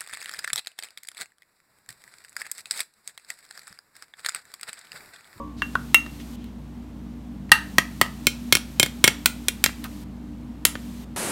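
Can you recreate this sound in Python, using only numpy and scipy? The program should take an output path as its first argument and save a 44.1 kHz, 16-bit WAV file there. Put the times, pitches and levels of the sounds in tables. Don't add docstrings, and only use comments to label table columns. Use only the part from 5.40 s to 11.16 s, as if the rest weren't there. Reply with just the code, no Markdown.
import sys
import numpy as np
from scipy import signal
from scipy.fft import rfft, irfft, next_fast_len
from scipy.io import wavfile
from scipy.ndimage import uniform_filter1d

SR = 44100
rng = np.random.default_rng(int(sys.argv[2]) if len(sys.argv) > 2 else 0)


def unload_audio(sound):
    columns = np.transpose(np.atleast_2d(sound))
    steps = np.round(np.clip(columns, -1, 1) * 32767)
    wavfile.write(sys.argv[1], SR, steps.astype(np.int16))


N = 254085
AGE = np.arange(2 ** 14) / SR


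def from_db(db):
    return 10 ** (np.asarray(db) / 20)


def rms_one(x):
    return x / np.sqrt(np.mean(x ** 2) + 1e-20)


def fade(t60):
    return np.exp(-np.log(1000) * AGE / max(t60, 1e-3))


def butter(x, hz, kind, order=2):
    return signal.sosfilt(signal.butter(order, hz, kind, fs=SR, output="sos"), x)


def noise(spectrum, size):
    hz, db = np.transpose(spectrum)
    bins = np.maximum(np.fft.rfftfreq(size, 1 / SR), 1)
    eq = from_db(np.interp(np.log(bins), np.log(hz), db))
    return rms_one(irfft(rfft(rng.standard_normal(size)) * eq, size))


def struck(modes, extra_db=0):
    out = np.zeros(len(AGE))
    trims_db = np.broadcast_to(extra_db, len(modes))
    for k, (hz, db, t60) in enumerate(modes):
        age = AGE[:int(2 * t60 * SR)]
        envelope = from_db(db + trims_db[k] - 60 * age / t60)
        out[:len(age)] += (-1) ** k * envelope * np.sin(2 * np.pi * hz * age)
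    return out


def add(track, s, sound):
    start = max(int(s * SR), 0)
    track[start:start + len(sound)] += sound[:N - start]


# f/Hz, relative level/dB
AIR_EQ = [(25, -6), (60, -6.5), (120, -2), (220, 0.5), (320, -7), (480, -14.5), (950, -16.5), (1500, -22),
          (4000, -23), (5000, -25.5), (9000, -27), (10400, -31), (12000, -26.5), (16000, -35)]
# f/Hz, width/Hz, level/dB
FAN_TONES = [(92, 8.5, -55), (143.9, 3.2, -50), (193.3, 4, -48.5), (218.4, 37, -51), (239.2, 10, -48.5),
             (293.5, 12, -48.5)]

def fan(mains_hz=59.7, mains_db=-43, motor_hz=239, motor_db=-43.5, air_db=-43.5):
    t, size = np.arange(N) / SR, next_fast_len(N)
    bins = np.fft.rfftfreq(size, 1 / SR)
    hum = from_db(mains_db) * np.sqrt(2) * np.sin(2 * np.pi * mains_hz * t)
    hum += from_db(motor_db) * np.sqrt(2) * np.sin(2 * np.pi * motor_hz * t)
    resonances = sum(from_db(db) * rms_one(1 / (1 + ((bins - hz) / (width_hz / 2)) ** 2))
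                     for hz, width_hz, db in FAN_TONES)
    blades = irfft(rfft(rng.standard_normal(size)) * resonances, size)
    air = from_db(air_db) * butter(noise(AIR_EQ, size), 52, "high", order=4)
    return hum + (blades + air)[:N]


# f/Hz, relative level/dB
ROOM_EQ = [(100, -16), (500, -1.5), (1200, -0.5), (2000, 1), (4000, -0.5), (8000, 1.5), (15000, -1)]

def kitchen(x, near_db=-13, near_t60=0.039, near_delay_s=0.0023,
            tail_db=-19, tail_t60=0.31, treble_t60=0.18, wall_delay_s=0.011):
    near = rms_one(noise(ROOM_EQ, len(AGE)) * fade(near_t60) * (AGE > near_delay_s))
    diffuse = noise(ROOM_EQ, len(AGE))
    low = butter(diffuse, 3300, "low", order=1)
    tail = rms_one((low * fade(tail_t60) + (diffuse - low) * fade(treble_t60)) * (AGE > wall_delay_s))
    response = (from_db(near_db) * near + from_db(tail_db) * tail) / np.sqrt(len(AGE))
    return x + signal.fftconvolve(x, response)[:N]


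# f/Hz, level/dB
LINGER_TONES = [(840, -67), (958, -65), (1319, -65), (1561, -63)]

def lingering_ring(start_s=5.7, t60=7.0):
    out, age = np.zeros(N), np.arange(N) / SR
    tones = sum(from_db(db) * np.sin(2 * np.pi * hz * age) for hz, db in LINGER_TONES)
    add(out, start_s, tones * np.exp(-np.log(1000) * age / t60))
    return out


# f/Hz, level/dB, t60/s
POT_MODES = [(455, -44.5, 0.36), (554, -34, 0.17), (960, -35.5, 0.23), (1078, -37.5, 0.5), (1146, -32, 0.4)]

def pot():
    out = np.zeros(N)
    add(out, 0, struck(POT_MODES))
    return out


# t/s, length/s, level/dB, centre f/Hz
RUB_CUES = [(0.163, 0.064, -42, 4390), (0.787, 0.042, -48.5, 3000), (0.908, 0.24, -50.5, 3030),
            (4.433, 0.042, -38, 1240)]

def rubs():
    out = np.zeros(N)
    for s, length_s, db, hz in RUB_CUES:
        size = int(length_s * SR)
        band = [(hz / 8, -30), (hz * .75, -7), (hz, 0), (hz * 1.35, -7), (hz * 6, -24)]
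        add(out, s, from_db(db) * noise(band, size) * np.sqrt(np.hanning(size)))
    return out


def spatula(upper_hz, give_octaves, force_db, t60=0.024, after_db=-17, after_t60=0.042):
    upper_db = -7 + 20.5 * give_octaves
    lower_db = upper_db - 8
    lower_hz = 1442 / 2 ** (0.56 * give_octaves)
    twist = ((lower_hz + upper_hz) / 2, (lower_db + upper_db) / 2 - 4, t60)
    blade = struck([(lower_hz, lower_db, t60), twist, (upper_hz, upper_db, t60)])
    handle = struck([(886, upper_db - 17 + 0.3 * force_db, 0.028)])
    after_ring = struck([(lower_hz, lower_db + after_db, after_t60),
                         (upper_hz, upper_db + after_db, after_t60)])
    return blade - handle + after_ring


# f/Hz, relative level/dB
CRACK_EQ = [(200, -15), (950, -5), (1500, 2), (2200, -1), (4300, 6), (5000, -2), (7500, -1), (10300, -0.5),
            (12000, -1), (16000, -5)]

def crack(t60=0.005, slap_delay_s=0.0026):
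    snap = from_db(2) * fade(t60=0.0022)
    slap = from_db(-6) * np.interp(AGE - slap_delay_s, AGE, fade(t60), left=0)
    sizzle = from_db(-7.5) * fade(t60=0.018)
    return noise(CRACK_EQ, len(AGE)) * (fade(t60) + snap + slap + sizzle)


def soften(attack, give_octaves, force_db, firmness, firm_cutoff_hz=17700, light_db_per_octave=34):
    dulling_octaves = 4.37 * give_octaves - min(force_db, 0) / light_db_per_octave
    cutoff_hz = firmness * firm_cutoff_hz / 2 ** dulling_octaves
    pole = np.exp(-2 * np.pi * cutoff_hz / SR)
    return signal.lfilter([(1 - pole) ** 2], [1, -2 * pole, pole * pole], attack)


# t/s, force/dB, blade f/Hz, damped base's share/dB, free wall's share/dB
BLOW_CUES = [(0.22, -14.5, 1680, -9, -8.5), (0.3541, -13, 1495, -16, -31), (0.5447, -1.5, 2140, -12, -4),
             (0.663, -31.5, 1830, 3, -16), (0.8002, -39.5, 1910, 3, -17), (1.0428, -37, 3940, -12, -34),
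             (2.0943, -32, 2030, -8.5, -26.5), (2.1174, 10, 1862, -14, -20), (2.3833, 1, 1923, -2, -34),
             (2.6139, -1.5, 1947, 1.5, -32), (2.869, -4, 2500, 2, -35), (3.1247, 0, 2480, -1, -31.5),
             (3.3977, -3, 2490, 3, -45), (3.6411, 2, 2286, 1, -42), (3.8585, 0, 2504, -13, -36),
             (4.084, -7.5, 2440, -8, -28), (4.2404, -2, 2340, -11.5, -37.5),
             (4.2612, -9.5, 2000, -8.5, -20.5), (4.4421, -27.5, 2650, -12, -35),
             (5.2518, -0.5, 3900, -8.5, -35), (5.354, -23.5, 1760, 9.5, -28)]
# t/s, force relative to its blow/dB
REBOUND_CUES = [(2.662, -24), (3.1522, -5), (3.17, -18), (3.4298, -3.5), (3.4619, -18), (3.6774, -3.5),
                (4.2927, -16), (5.27, -28)]

def contacts(rebound_firmness=0.57):
    cues = [(*blow, 1) for blow in BLOW_CUES]
    for s, relative_db in REBOUND_CUES:
        _, force_db, *spot = max(blow for blow in BLOW_CUES if blow[0] < s)
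        cues.append((s, force_db + relative_db, *spot, rebound_firmness))
    return cues


# f/Hz, relative level/dB, t60/s
CLACK_MODES = [(1665, -14, 0.032), (2170, -8, 0.039), (2442, -8.5, 0.037), (2530, -10, 0.0053),
               (3125, -12.5, 0.071), (3250, -7, 0.028), (3920, -13.5, .017), (4700, -13.5, 0.01),
               (4480, -12.5, 0.0037), (5330, -13.5, 0.029), (5800, -7.5, 0.018), (7360, 1.5, .009),
               (8700, -9.5, 0.033), (12900, -15, 0.029)]
# f/Hz, relative level/dB, t60/s
RING_MODES = [(2080, -15.5, 0.098), (2277, -17, 0.15), (2748, 2.5, 0.14), (2630, -16.5, 0.096),
              (6400, -30, 0.2), (9800, -34, .1), (11430, -24, 0.076)]
# f/Hz, relative level/dB, t60/s
THUMP_MODES = [(136, -8, 0.066), (260, -3, .025), (366, -3, 0.03), (552, 0.5, .016)]

def ramekin(firm_blade_hz=2375, clack_trim_db=-2, clack_loss_db_per_octave=30, thump_trim_db=-12.5):
    out = np.zeros(N)
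    ring, thump = struck(RING_MODES), struck(THUMP_MODES)
    for s, force_db, blade_hz, base_db, wall_db, firmness in contacts():
        give_octaves = np.log2(firm_blade_hz / blade_hz)
        spot_db = 1.5 * rng.standard_normal(len(CLACK_MODES))
        clack_db = clack_trim_db + base_db - clack_loss_db_per_octave * abs(give_octaves)
        clack = from_db(clack_db) * struck(CLACK_MODES, spot_db)
        attack = soften(clack + crack(), give_octaves, force_db, firmness)
        flex = spatula(blade_hz, give_octaves, force_db)
        body = from_db(thump_trim_db + base_db) * thump + from_db(wall_db) * ring
        add(out, s, from_db(force_db) * (attack + flex + body))
    return out


def scene():
    return np.array([kitchen(ramekin() + rubs()) + pot() + lingering_ring() + fan()])


def suppressor(x, threshold_db=-26.5, hold_s=0.374, depth_db=-13, corner_hz=1200):
    treble_power = uniform_filter1d(butter(x, 2000, "high") ** 2, size=200)
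    loud = treble_power > from_db(threshold_db) ** 2
    last_loud = np.maximum.accumulate(np.where(loud, np.arange(N), -N))
    held = np.arange(N) - last_loud < hold_s * SR
    openness = uniform_filter1d(1.0 * held, size=256)
    low = butter(x, corner_hz, "low", order=1)
    return low + (x - low) * from_db(depth_db * (1 - openness))


def record(dry, cutoff_hz=16000):
    clipped = np.clip(suppressor(dry[0]), -1, 1)
    high_cut = signal.ellip(10, .1, 80, cutoff_hz, fs=SR, output="sos")
    return np.array([signal.sosfilt(high_cut, clipped)])


dry = scene()
out = record(dry)
unload_audio(out)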